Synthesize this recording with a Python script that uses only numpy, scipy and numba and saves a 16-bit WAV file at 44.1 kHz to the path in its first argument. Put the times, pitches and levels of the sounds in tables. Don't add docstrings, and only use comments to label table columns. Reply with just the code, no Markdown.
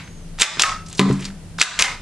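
import sys
import numpy as np
from scipy import signal
from scipy.fft import rfft, irfft
from scipy.io import wavfile
from scipy.ndimage import uniform_filter1d, minimum_filter1d
from numba import njit

SR = 44100
rng = np.random.default_rng(int(sys.argv[2]) if len(sys.argv) > 2 else 0)


def undo_db(level):
    steps = np.asarray(level, float) / 20
    return 10 ** steps


def master_out(mix):
    frames = np.transpose(np.atleast_2d(mix))
    ceiling = np.clip(frames, -1, 1)
    pcm = np.round(ceiling * 32767).astype(np.int16)
    wavfile.write(sys.argv[1], SR, pcm)


N = 88861
PRE = 8820
GUN_Q = 2.6

# [f/Hz, level/dB]
CONTACT_TONE = [(120, -69), (200, -20.5), (537, -11.5), (1580, -6), (1900, -6.5), (2120, -5), (5580, -7),
                (7470, -8), (15800, -26)]


def at(table, hz, col=1):
    rows = np.array(table, float)
    return np.interp(np.log(np.maximum(hz, 1)), np.log(rows[:, 0]), rows[:, col])


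def shape(x, gain):
    n = x.shape[-1]
    return irfft(rfft(x) * gain(np.arange(n // 2 + 1) * SR / n), n)


def unit(x):
    return x / np.sqrt(np.mean(x ** 2))


def noise():
    return rng.standard_normal(N + PRE)


def bell(hz, centre_hz, q):
    return 1 / np.sqrt(1 + (q * (hz / centre_hz - centre_hz / np.maximum(hz, 1))) ** 2)


def decay(t, t60):
    return 1000. ** (-t / t60)


def ring(x, modes):
    t = np.arange(SR // 2) / SR
    body = sum(undo_db(db) * np.sin(2 * np.pi * hz * t) * decay(t, t60) for hz, db, t60 in modes)
    return signal.fftconvolve(x, body)[:len(x)]


def add(track, s, piece):
    i = PRE + int(s * SR)
    track[i:i + len(piece)] += piece[:len(track) - i]


def burst(ms, hz, wide_db, q):
    def colour(f):
        floor = undo_db(wide_db) / (1 + (f / hz / 3) ** 4)
        return undo_db(at(CONTACT_TONE, f)) * (bell(f, hz, q) + floor)

    t = np.arange(4096) / SR * 1000 / ms
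    x = rng.standard_normal(4096) * t * np.exp(-t * 2)
    tones = rfft(x)
    size = np.abs(tones)
    x = irfft(tones / (size + .25 * size.mean())) * np.exp(-t * .8)
    x = np.roll(shape(np.roll(x, 64), colour), -32)
    return x / np.abs(x).max()


def hum():
    # [f/Hz, level/dB]
    floor = [(12, -33), (20, -5), (165, -7), (386, -18), (551, -20.5), (1120, -28), (6150, -35.5),
             (11900, -36.5), (14000, -105)]
    # [f/Hz, width/Hz, level/dB]
    drones = [(26.24, 2.4, -40.5), (91.2, 4.4, -49.5), (131.5, 7, -57), (168, 12.5, -43)]
    x = undo_db(-41.5) * unit(shape(noise(), lambda f: undo_db(at(floor, f)) * (f > 15)))
    for hz, width_hz, db in drones:
        x = x + undo_db(db) * unit(shape(noise(), lambda f: bell(f, hz, hz / width_hz) ** 2))
    return x


def squeak():
    # [t/s, f/Hz, level/dB]
    path = [
        (.04, 6470, -49),
        (.06, 6210, -58),
        (.11, 6560, -56.5),
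        (.19, 6500, -60),
        (0.228, 6180, -58),
        (.28, 5740, -68),
        (.3, 5900, -97),
    ]
    t = (np.arange(N + PRE) - PRE) / SR
    s, hz, db = np.array(path).T
    flutter_db = 2.4 * unit(uniform_filter1d(noise(), size=300))
    level = np.sqrt(2) * undo_db(np.interp(t, s, db, -120, -120) + flutter_db)
    phase = 2 * np.pi * np.cumsum(np.interp(t, s, hz)) / SR
    return level * np.sin(phase)


def snaps():
    # [t/s, level/dB, f/Hz, length/ms]
    pawl = [(-.06, -2, 2380, 11.9), (0.075, -34.5, 1940, 8.2), (0.3865, -20.5, 1290, 3.3),
            (0.402, -14, 1520, 1.2), (.4155, -4, 3400, 2.1), (0.419, 17.5, 7140, 2.8),
            (.4195, 19.5, 2730, 3.3), (.4222, 22, 3000, 1.9), (0.4283, 21.5, 1900, 2.24),
            (.4305, 16.5, 3540, 2.7), (.4297, 14, 7500, 2.2), (.571, -16, 1200, 1.5),
            (0.5962, 0.5, 3060, 1.16), (.6138, -8.5, 1300, 2.4), (0.6205, 10.5, 6200, 3.2),
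            (.623, 3.5, 3000, 3.6), (.6345, 0, 4500, 1.3), (0.6357, 9.5, 1910, 1.57),
            (.6645, -6, 1500, 1.5), (.694, -9, 2500, 1.5), (.9945, 5, 2450, 2.56), (.995, 1.5, 4400, 1.2),
            (.9945, 0, 7600, 2.3), (.9985, 5, 1020, 3), (.999, 4.5, 2710, 1.8), (1.0135, -4, 1960, 4.3),
            (1.1115, -18, 1200, 1.5), (1.251, -19, 4970, 7.5), (1.301, -31.5, 1510, 6.9),
            (1.5855, -15, 1330, 4.2), (1.5985, -12, 4200, 2), (1.6095, -12, 1800, 1.5),
            (1.614, 6.5, 2310, 1.43), (1.616, 20, 2600, 3.5), (1.6165, 19.5, 7460, 2.5),
            (1.6255, 18, 4000, 2.6), (1.626, 18, 1720, 2.35), (1.7902, -6.5, 3030, 2.1),
            (1.7935, -3.5, 6440, 2.9), (1.796, -4, 2000, 3.4), (1.808, -10, 6500, 2.8),
            (1.8228, 7.5, 6600, 1.6), (1.8228, 5.5, 2780, 2.4), (1.8253, 10, 2860, 1.3),
            (1.8465, -4, 1800, 3.5)]
    x = np.zeros(N + PRE)
    for s, db, hz, ms in pawl:
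        add(x, s - .001, undo_db(db) * burst(ms, hz, -17, GUN_Q))
    return x


def rattles():
    # [start t/s, end t/s, first level/dB, last level/dB, f/Hz]
    runs = [(0.38, 0.402, -50, -20.5, 3500), (0.396, 0.414, -31, -16, 8000),
            (0.403, 0.414, -25.5, -16.5, 3000), (0.422, 0.427, 10, 9, 3530), (0.431, 0.462, 8.5, -19, 2740),
            (0.595, 0.622, -6, -14.5, 3370), (.624, 0.637, -6.5, -21.5, 3050),
            (1.583, 1.605, -32, -25, 3880), (1.605, 1.62, -22, -20, 4000), (1.619, 1.628, 6, 1, 3530),
            (1.63, 1.658, 9, -30, 3350), (1.7908, 1.823, -13, -19, 2010), (1.824, 1.842, -7, -15, 2250),
            (1.839, 1.949, -13, -48.5, 2000), (0.636, 0.741, -11.5, -50, 1810),
            (0.993, 1.035, -7, -30, 3200), (1.029, 1.216, -39, -45, 1200), (1.193, 1.293, -41, -43, 2210),
            (1.252, 1.285, -43, -52, 5100)]
    teeth_per_s, scatter_db, tooth_ms = 7000, 2.5, .35
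    x = np.zeros(N + PRE)
    tooth = np.exp(-np.arange(128) / (tooth_ms * SR / 1000))
    for s0, s1, db0, db1, hz in runs:
        chance = rng.random((2, 9216))
        n = int((s1 - s0) * SR)
        strength = undo_db(-scatter_db * np.log(chance[1] + 1e-9))
        teeth = (chance[0] < teeth_per_s / SR) * strength
        run = np.convolve(teeth, tooth)[:9216] * rng.standard_normal(9216)
        run = unit(shape(run, lambda f: undo_db(at(CONTACT_TONE, f)) * (bell(f, hz, GUN_Q) + undo_db(-6.0))))
        add(x, s0, run[:n] * undo_db(np.linspace(db0, db1, n)))
    return x


def gun():
    # [f/Hz, level/dB, t60/s]
    shell = [(1060, -4, .02), (1250, -2, .02), (1700, -2, .02), (2090, -2, .02), (2760, 0, .015),
             (3300, -2, .015), (4000, -2, .015), (5200, -4, .012), (7500, -2, .01)]
    x = snaps() + rattles()
    return x + undo_db(-51.5) * ring(x, shell)


def springs():
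    # [t/s, level/dB, t60/s]
    rings = [(.636, -18, 0.45), (.636, -14.5, 0.34), (.65, -15.5, 0.21), (.636, -13, .15),
             (.636, -26, 0.27), (.43, -21, 0.18), (1.795, -21.5, 0.24), (1.826, -17, 0.29),
             (1.847, -25, 0.23), (1.847, -22.5, 0.29), (1.847, -27, 0.25), (1.847, -33, 0.2),
             (1.0, -12, 0.13), (1.0, -17.5, 0.16)]
    pitches = [1303, 1257, 1095, 1753, 5275, 355, 2085, 2095, 2207, 1276, 974, 1685, 1190, 544]
    x, t = np.zeros(N + PRE), np.arange(SR) / SR
    for (s, db, t60), hz in zip(rings, pitches):
        flutter_db = 3.5 * unit(uniform_filter1d(rng.standard_normal(SR), size=350))
        add(x, s, undo_db(db + flutter_db) * np.sin(2 * np.pi * hz * t) * decay(t, t60))
    return x


def table():
    # [t/s, level/dB, contact/ms]
    blows = [
        (.9945, 6, .9),
        (.9995, -2, .9),
        (1.06, -12, 2),
        (1.1, -7, 2),
        (1.21, -28, 2.5),
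        (.571, -28, .6),
        (.612, -30, .6),
        (.416, -28, .6),
        (1.613, -24, .6),
        (1.81, -30, .6),
    ]
    # [f/Hz, level/dB, t60/s]
    top = [(140.2, -6, 0.34), (194, -1.5, 0.43), (240.7, -7, 0.17), (278, -4, 0.32), (346.7, 0, 0.078),
           (403.4, 0.5, 0.063), (444, -10, 0.084), (640, -9, 0.049), (1020, 1, 0.059)]
    push = np.zeros(N + PRE)
    for s, db, ms in blows:
        blow = np.hanning(int(ms * SR / 1000) + 2)
        add(push, s, undo_db(db) * blow / blow.sum())
    low_cut = signal.butter(2, 109, "high", fs=SR, output="sos")
    return signal.sosfilt(low_cut, undo_db(-5) * ring(push, top))


def paper():
    # [t/s, level/dB, f/Hz, length/ms]
    scuffs = [(0.86, -32, 5540, 14), (0.882, -30, 8000, 11), (0.896, -32, 8000, 8.8),
              (0.908, -33.5, 3770, 21), (0.927, -21.5, 7800, 2.6), (.928, -33, 3530, 16),
              (0.947, -28, 6530, 15), (0.97, -28.5, 9000, 11), (0.977, -22, 4630, 18),
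              (0.992, -12, 3000, 4), (1.125, -27, 8240, 8.5), (1.207, -26.5, 8000, 3.1),
              (1.22, -26, 2970, 12), (1.243, -21, 4630, 3.4), (1.256, -31, 5050, 14)]
    x = np.zeros(N + PRE)
    for s, db, hz, ms in scuffs:
        add(x, s, undo_db(db) * burst(ms, hz, -14, 3.))
    return x


def room(x):
    # [f/Hz, t60/s, level/dB]
    bands = [(133, 0.65, 7), (255, 0.37, -8), (526, 0.5, -3), (968, 0.31, 7.5), (2000, 0.12, -9),
             (4300, 0.34, -3.5), (8000, 0.23, -3), (14100, 0.061, 5)]
    delay_s = .004
    t = np.arange(SR * 3 // 4) / SR
    tail = np.zeros(len(t))
    for hz, t60, db in bands:
        band = shape(rng.standard_normal(len(t)), lambda f: bell(f, hz, 0.77) ** 2)
        tail += undo_db(db) / np.sqrt(t60) * decay(t, t60) * band
    tail *= np.clip(t / delay_s - 1, 0, 1)
    return undo_db(-10.5) * signal.fftconvolve(x, tail / np.sqrt(np.sum(tail ** 2)))[:len(x)]


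def spread(mid, side, db):
    # [f/Hz, side minus mid level/dB]
    width = [(60, -19.5), (110, -24.5), (200, -21), (380, -16), (700, -13), (1290, -14), (2380, -11),
             (4400, -7.5), (8120, -2.5), (15000, -4)]
    lean = 0.17 * shape(mid, lambda f: 1 / (1 + (f / 69) ** 2))
    side = shape(side, lambda f: undo_db(at(width, f) + db)) + lean
    return np.array([mid + side, mid - side])


def scene():
    background = spread(hum() + squeak(), hum(), 5.4)
    clicks, rings, top = gun(), springs(), table()
    far = clicks + paper() + .5 * top
    near = far + rings + .5 * top
    skew = shape(near, lambda f: -1j)
    mix = spread(near, skew, -5) + spread(room(far), room(far), 0.5) + background
    return mix[:, PRE:]


@njit
def duck(over_db, attack, release):
    cut, r = np.empty(len(over_db)), 0.
    for i in range(len(over_db)):
        if over_db[i] > r:
            r = r + (over_db[i] - r) * attack
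        else:
            r = max(r - release, 0.)
        cut[i] = r
    return cut


def top_cut(x):
    return signal.sosfilt(signal.butter(12, 15970, fs=SR, output="sos"), x)


def record(dry):
    ceiling_db, attack_ms, release_db_s = -2, 0.4, 143
    mic_top_hz, steepness = 10600, 9
    dry = shape(dry, lambda f: 1 / np.sqrt(1 + (f / mic_top_hz) ** (2 * steepness)))
    peak = -minimum_filter1d(-np.abs(dry).max(axis=0), size=23)
    over_db = 20 * np.log10(peak + 1e-9) - ceiling_db
    cut_db = duck(over_db, min(1000 / (attack_ms * SR), 1.), release_db_s / SR)
    return top_cut(np.clip(dry * undo_db(-cut_db), -1, 1))


dry = scene()
out = record(dry)
master_out(out)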